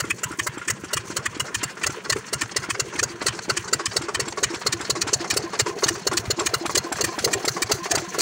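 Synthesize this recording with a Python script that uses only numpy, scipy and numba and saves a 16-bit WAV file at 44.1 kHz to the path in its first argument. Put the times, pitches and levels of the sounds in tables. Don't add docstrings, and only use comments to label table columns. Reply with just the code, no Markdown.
import sys
import numpy as np
from scipy import signal
from scipy.fft import rfft, irfft, next_fast_len
from scipy.io import wavfile
from numba import njit

SR = 44100
rng = np.random.default_rng(int(sys.argv[2]) if len(sys.argv) > 2 else 0)


def waveform_to_disk(signal):
    frames = np.transpose(np.atleast_2d(signal))
    scaled = np.clip(frames, -1, 1) * 32767
    samples = np.round(scaled).astype(np.int16)
    wavfile.write(sys.argv[1], SR, samples)


def ratio_of_db(decibels):
    return 10 ** (np.asarray(decibels, float) / 20)


N = 362061
MS = np.arange(int(.2 * SR)) / SR * 1000

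# [t/s, heading from -1 to 1]
HEADING = [(0, -0.95), (.7, -0.81), (1.4, -0.53), (2.2, -0.45), (3, -0.23), (4, -0.19), (5, 0.2), (6, 0.72),
           (6.8, 0.87), (7.5, 1), (8.21, 0.81)]
# [t/s, fast engine level/dB, slow engine level/dB]
INTAKE_AIM = [(0, -39, -42), (.7, -42, -46), (1.1, -54, -42), (1.7, -51, -40.5), (2.2, -42, -43),
              (2.9, -35, -36.5), (3.6, -31, -31), (4.5, -28, -30), (5.2, -26.5, -30.5), (6.2, -24.5, -28),
              (6.8, -26.5, -31), (7.4, -32.5, -30), (8.2, -27.5, -33.5)]
# [f/Hz, width/Hz, level/dB]
DISTANT_HISS = [(4320, 510, 1.5), (6210, 1700, 6), (9700, 11000, 1.5)]


def fast_engine():
    # [first stroke/s, cycle/s, lag gathered after 8 s/s]
    timing = (.0082, .23289, .0324)
    # [t/s, gas jet level/dB, pipe mouth level/dB]
    aim = [(0, -22.5, -35), (.5, -22.5, -32.5), (1.1, -18.5, -32), (1.6, -18, -35.5), (2.2, -16.5, -27),
           (2.9, -16.5, -25), (3.6, -16, -23), (4.4, -14.5, -22.5), (5.1, -14, -22.5), (5.5, -16, -19.5),
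           (6.5, -18, -21.5), (7.2, -15.5, -22), (8.2, -17, -22)]
    # [f/Hz, width/Hz, level/dB]
    jet_modes = [(4423, 1060, 4.5), (5370, 220, -7.5), (6460, 1740, 5), (7470, 380, -8), (9000, 3700, -9),
                 (10300, 10500, 4)]
    roar_modes = [(620, 250, -6), (1050, 220, -5), (1350, 300, 0), (1950, 300, -4), (2820, 320, -4.5)]
    gear_modes = [(1020, 1600, 12.5), (1800, 830, -42), (4560, 1800, 8.5), (6130, 2900, 6)]
    s = stroke_times(*timing)
    jet, pipe = follow(aim, s)
    intake = follow(INTAKE_AIM, s)[0]
    roar = by_heading(s, -22.5, -2, -1.2)
    thump = by_heading(s, -28.5, .1, 0.33)
    drone = by_heading(s, -46.5, 7.5, 1.7)

    out = strokes(s, jet + .4, -11, blow(5.8, 16, 14, -14)) * flicker(700, 2.4) * resonate(jet_modes)
    out += strokes(s, roar, -10.5, blow(5.2, 15.4, 18.4, -5.5)) * resonate(roar_modes)
    out += strokes(s, pipe + 3.9, -12, ring(414, 3.0, 34.6, 0.034))
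    out += strokes(s, pipe + 2.8, -12, ring(484, 1.24, 33))
    out -= strokes(s, thump, 12.24, ring(113.4, 6.9, 57, 0.3))
    out += strokes(s, intake + 4, 63.35, ring(339.5, 1.3, 154)) * flicker(90, 0.94)
    out += strokes(s, drone, 66, ring(1040, 10, 310)) * flicker(140, 8.0)
    gear = strokes(s, jet - 19 + scatter(s, 2.2), 40.7, blow(14.6, 42, 22, -37))
    gear += strokes(s, jet - 16 + scatter(s, 2.2), 170, blow(6, 22, 15, -14))
    gear += strokes(s, jet - 24 + scatter(s, 8.7), 116.8, blow(3.4, 7.8, 7.5, -33))
    return out + gear * flicker(150, 1.03) * resonate(gear_modes)


def slow_engine():
    # [first stroke/s, cycle/s, lag gathered after 8 s/s]
    timing = (-.1808, .28879, .0118)
    # [t/s, gas jet level/dB, pipe mouth level/dB]
    aim = [(0, -24.5, -29.5), (.4, -23.5, -24), (.8, -22, -28), (1.3, -21.5, -31), (2.4, -19, -35),
           (3.2, -20, -30), (4, -19, -38), (5, -14, -37), (5.7, -12, -32), (6.2, -14, -25),
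           (7, -15.5, -20.5), (7.8, -16.5, -22), (8.2, -14, -24)]
    # [f/Hz, width/Hz, level/dB]
    jet_modes = [(4340, 1100, 4), (6090, 1700, 2.5), (6980, 3400, 6.5), (8540, 360, -8), (10000, 13000, 1)]
    roar_modes = [(1130, 300, -7), (1400, 250, -10), (1800, 230, -2), (2400, 300, -5), (3050, 450, -7)]
    intake_modes = [(403, 89, 8), (563, 71, -10.5), (788, 65, -10.5), (1068, 500, 8.5), (1430, 520, -23),
                    (1810, 930, 3), (5670, 3900, 1)]
    s = stroke_times(*timing)
    jet, knock = follow(aim, s)
    intake = follow(INTAKE_AIM, s)[1]
    roar = by_heading(s, -15.5, -0.11, 1.23)
    whistle = by_heading(s, -21, -1.8, -5.6)
    thump = by_heading(s, -32, 1.4, -0.55)
    heading, = follow(HEADING, s)
    seat_ms = 219.5 + 4 * heading + 3 * heading ** 2

    out = strokes(s, jet + 1.2, -12, blow(8.5, 17, 13, -15)) * flicker(700, 2.4) * resonate(jet_modes)
    out += strokes(s, roar, -10, blow(9.5, 16, 16, -14)) * resonate(roar_modes, 2.5)
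    out += strokes(s, whistle, -7, ring(1802, 1.2, 50)) * flicker(200, 0.62)
    out += strokes(s, knock, -12.5, ring(334, 4.1, 35))
    out -= strokes(s, thump, 11.9, ring(99.2, 5.7, 113, 0.16))
    out += strokes(s, intake + 4, seat_ms, blow(1.9, 19.6, 50, -6.5)) * resonate(intake_modes, 1.0)
    click = ring(1120, 1.6, 93) + 0.33 * ring(606, 2.3, 90)
    out += strokes(s, intake + 5, seat_ms, click) * np.minimum(flicker(97, 2.7), 1.6)
    upper = by_heading(s, -28, -4.0, 0.72) + scatter(s, 1.6)
    notes = ring(1410, 0.23, 75) + 0.44 * ring(1670, .3, 45) + 0.41 * ring(2085, .3, 35)
    out += strokes(s, upper, seat_ms, notes) * flicker(160, 2.4)
    gear = strokes(s, intake - 4 + scatter(s, 2.6), 56.8, blow(5.9, 55, 21, -2.5))
    gear += strokes(s, intake - 6 + scatter(s, 1.3), 115.3, blow(14, 23, 8.9, -30))
    return out + gear * flicker(120, 4.3) * resonate(intake_modes)


def third_engine():
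    # [first stroke/s, cycle/s, lag gathered after 8 s/s]
    timing = (.047, .26446, -.005)
    # [t/s, gas jet level/dB]
    aim = [(0, -36), (.5, -36.5), (.9, -33), (1.4, -36), (2, -29), (2.7, -30.5), (3.2, -27.5), (3.7, -41),
           (4.1, -26.5), (4.7, -25), (5.2, -22), (5.8, -29), (6.4, -20), (7, -19.5), (8, -22)]
    # [f/Hz, width/Hz, level/dB]
    jet_modes = [(3900, 3000, 4.5), (5930, 1100, 0.5), (7510, 240, 3), (9400, 5300, 1)]
    roar_modes = [(920, 1300, 3.5), (1230, 690, 11), (1720, 290, 4), (2430, 1150, 9)]
    s = stroke_times(*timing)
    jet, = follow(aim, s)
    roar = -29.5 + .55 * (jet + 22)
    thump = -34.5 + 0.46 * (jet + 21)
    knock = by_heading(s, -22.5, 1.2, 0.93)
    crack = by_heading(s, -33, 8.1, 3.1)

    out = strokes(s, jet - 3, 0.62, blow(4.1, 11.8, 33, -9.5)) * flicker(600, 0.8) * resonate(jet_modes)
    out += strokes(s, roar, -3, blow(2.4, 19, 48, -14)) * resonate(roar_modes)
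    out -= strokes(s, knock, -3.5, ring(312, 0.72, 30.3))
    out -= strokes(s, crack, -3, ring(866, 0.27, 23.4) + 0.42 * ring(640, 0.61, 28))
    return out - strokes(s, thump, 22, ring(111, 2.8, 55))


def far_engine():
    # [first stroke/s, cycle/s, lag gathered after 8 s/s]
    timing = (.024, .2569, .0043)
    s = stroke_times(*timing)
    pop = by_heading(s, -34.5, 4.4, -1.5)
    thump = by_heading(s, -38.5, .3, -.2)
    intake = by_heading(s, -42, 8, -0.87)
    lows = strokes(s, pop, 0.43, ring(175, 1.5, 38))
    lows += strokes(s, thump, 28, ring(117, 3.4, 77))
    lows += strokes(s, intake + 3, 82.3, ring(182, 2.1, 90))
    hiss = strokes(s, intake + 1.5, -2.3, blow(6, 24, 15, -4)) * resonate(DISTANT_HISS)
    return hiss - lows


def low_bump():
    # [t/s, level/dB]
    bumps = [
        (6.277, -23.5),
    ]
    s, db = np.transpose(bumps)
    return -strokes(s, db, 0, ring(104, 7.2, 65))


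def bank():
    # [f/Hz, width/Hz, level/dB]
    bass_modes = [(121, 44, -14), (193, 155, 1.5)]
    pipe_modes = [(356, 47, -12), (424, 155, -4), (658, 264, -9)]
    clatter_modes = [(984, 170, -3.5), (1400, 680, 1.5), (1740, 510, 0.5), (2290, 1640, 0),
                     (2870, 1840, -1)]
    t = np.arange(N) / SR
    pipes = ratio_of_db(by_heading(t, -38, 3.5, -2))
    clatter = ratio_of_db(by_heading(t, -39, 0.71, -0.22))
    hiss = ratio_of_db(by_heading(t, -45.5, 3.5, -2.2))
    throb = flicker(28, 0.45)
    out = ratio_of_db(-47) * np.minimum(flicker(16, 2.4), 1.5) * resonate(bass_modes, 1.0, 15)
    out += pipes * (0.54 + 0.38 * rattle(24, 2.1)) * resonate(pipe_modes, 6.6, 30)
    out += clatter * throb * (0.64 + .5 * rattle(36, 4.3)) * resonate(clatter_modes, 3.95, 35)
    return out + hiss * throb * (0.48 + 0.85 * rattle(27, 1.1)) * resonate(DISTANT_HISS, 3.9, 40)


def rattle(rate, spread_db):
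    s, size = rng.random((int(9 * rate), 2)).T
    db = -spread_db * np.log(size + 0.046)
    out = strokes(s * N / SR, db, 0, blow(2.6, 9, 19, 2))
    return out / np.sqrt(np.mean(out ** 2))


def castings(x, lo_hz, hi_hz, width_hz, db, count=11):
    place = (np.arange(count) + rng.random(count)) / count
    modes = lo_hz * (hi_hz / lo_hz) ** place
    wander = flicker(3, .45)
    ringing = 0
    for k, hz in enumerate(modes):
        struck = x * np.minimum(flicker(14, 7.7), 1.4)
        note_hz = hz * np.roll(wander, k * SR // 2)
        ringing = ringing + moving_band(struck, note_hz, 1. * width_hz)
    return x + ringing * ratio_of_db(db)


def turning(x):
    # [f/Hz, width/Hz, level ahead/dB, slope/dB, bend/dB]
    angle_bands = [
        (720, 120, 1, 7.5, -1.5),
        (4140, 1000, 0.5, 4, -2.5),
        (8440, 2200, 0, -3, -1),
        (13850, 4800, -1.1, -0.7, 10.5),
    ]
    t = np.arange(N) / SR
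    for hz, width, *law_db in angle_bands:
        x = x + (ratio_of_db(by_heading(t, *law_db)) - 1) * band(x, hz, width)
    return x


def stroke_times(first, cycle, lag):
    beat = np.arange(0, N / SR + 1, cycle)
    s = first + beat + lag * (beat / 8) ** 3
    return s[s < N / SR]


def strokes(s, db, delay_ms, shape):
    pad = SR // 2
    out = np.zeros(N + 2 * SR)
    starts = pad + np.round((s + delay_ms / 1000) * SR).astype(int)
    for start, gain in zip(starts, ratio_of_db(db)):
        out[start:start + len(shape)] += gain * shape
    return out[pad:pad + N]


def blow(rise_ms, hold_ms, tail_ms, tail_db):
    opening = 1 - np.exp(-(MS / rise_ms) ** 2)
    emptying = np.exp(-(MS / hold_ms) ** 4)
    return opening * (emptying + ratio_of_db(tail_db) * np.exp(-MS / tail_ms))


def ring(hz, rise_ms, t60_ms, glide=0.):
    swell = (1 - np.exp(-MS / rise_ms)) ** 2 * ratio_of_db(-60 * MS / t60_ms)
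    phase = 2 * np.pi * np.cumsum(hz * (1 + glide * MS / 30)) / SR
    return swell / swell.max() * np.sin(phase)


def resonate(modes, patchy_db=3, rate=45):
    out = 0
    for hz, width, db in modes:
        noise = rng.standard_normal(N)
        mode = band(band(noise, hz, width), hz, width) * flicker(rate, patchy_db)
        out = out + ratio_of_db(db) * mode / mode.std()
    return out / out.std()


def flicker(rate, depth_db):
    steps = rng.standard_normal(int(1.3 * rate * N / SR) + 2)
    return np.interp(np.arange(N) * rate / SR, np.arange(len(steps)), ratio_of_db(depth_db * steps))


def scatter(s, spread_db):
    return spread_db * rng.standard_normal(len(s))


def follow(curve, s):
    at, *columns = np.transpose(curve)
    return [np.interp(s, at, column) for column in columns]


def by_heading(s, ahead_db, slope_db, bend_db):
    heading, = follow(HEADING, s)
    return ahead_db + slope_db * heading + bend_db * heading ** 2


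def band(x, hz, width):
    return signal.lfilter(*signal.iirpeak(hz, hz / width, SR), x)


@njit
def moving_band(x, hz, width):
    y, b, low = np.empty(len(x)), 0., 0.
    for i in range(len(x)):
        g = np.tan(np.pi * hz[i] / SR)
        k = width / hz[i]
        v = (b + g * (x[i] + 1e-18 - low)) / (1 + g * (g + k))
        b = 2 * v - b
        low = low + 2 * g * v
        y[i] = k * v
    return y


def scene():
    near = castings(fast_engine(), 1556, 9310, 86, 4.4)
    near = near + castings(slow_engine(), 2051, 9270, 65, 0.99)
    rest = castings(third_engine(), 486, 9240, 110, 2.0, count=8)
    rest = rest + far_engine() + low_bump() + bank()
    return turning(near + rest)[None]


def roll_off(x):
    return signal.sosfilt(signal.butter(12, 17130, fs=SR, output="sos"), x)


def record(dry):
    # [f/Hz, level/dB]
    mic = [(30, -7), (60, 8), (100, 1.5), (3600, -3.5), (8500, 0.5), (11000, -7.5), (13600, -17.5),
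           (15300, -0.5)]
    mic_hz, mic_db = np.transpose(mic)
    size = next_fast_len(N)
    hz = np.maximum(np.arange(size // 2 + 1) * SR / size, 1)
    colour = ratio_of_db(np.interp(np.log(hz), np.log(mic_hz), mic_db))
    x = irfft(rfft(dry, size) * colour, size)[:, :N]
    x = 0.55 * np.tanh(x / 0.65)
    x = signal.sosfilt(signal.ellip(10, .3, 55, 15750, fs=SR, output="sos"), x)
    return roll_off(x)


dry = scene()
out = record(dry)
waveform_to_disk(out)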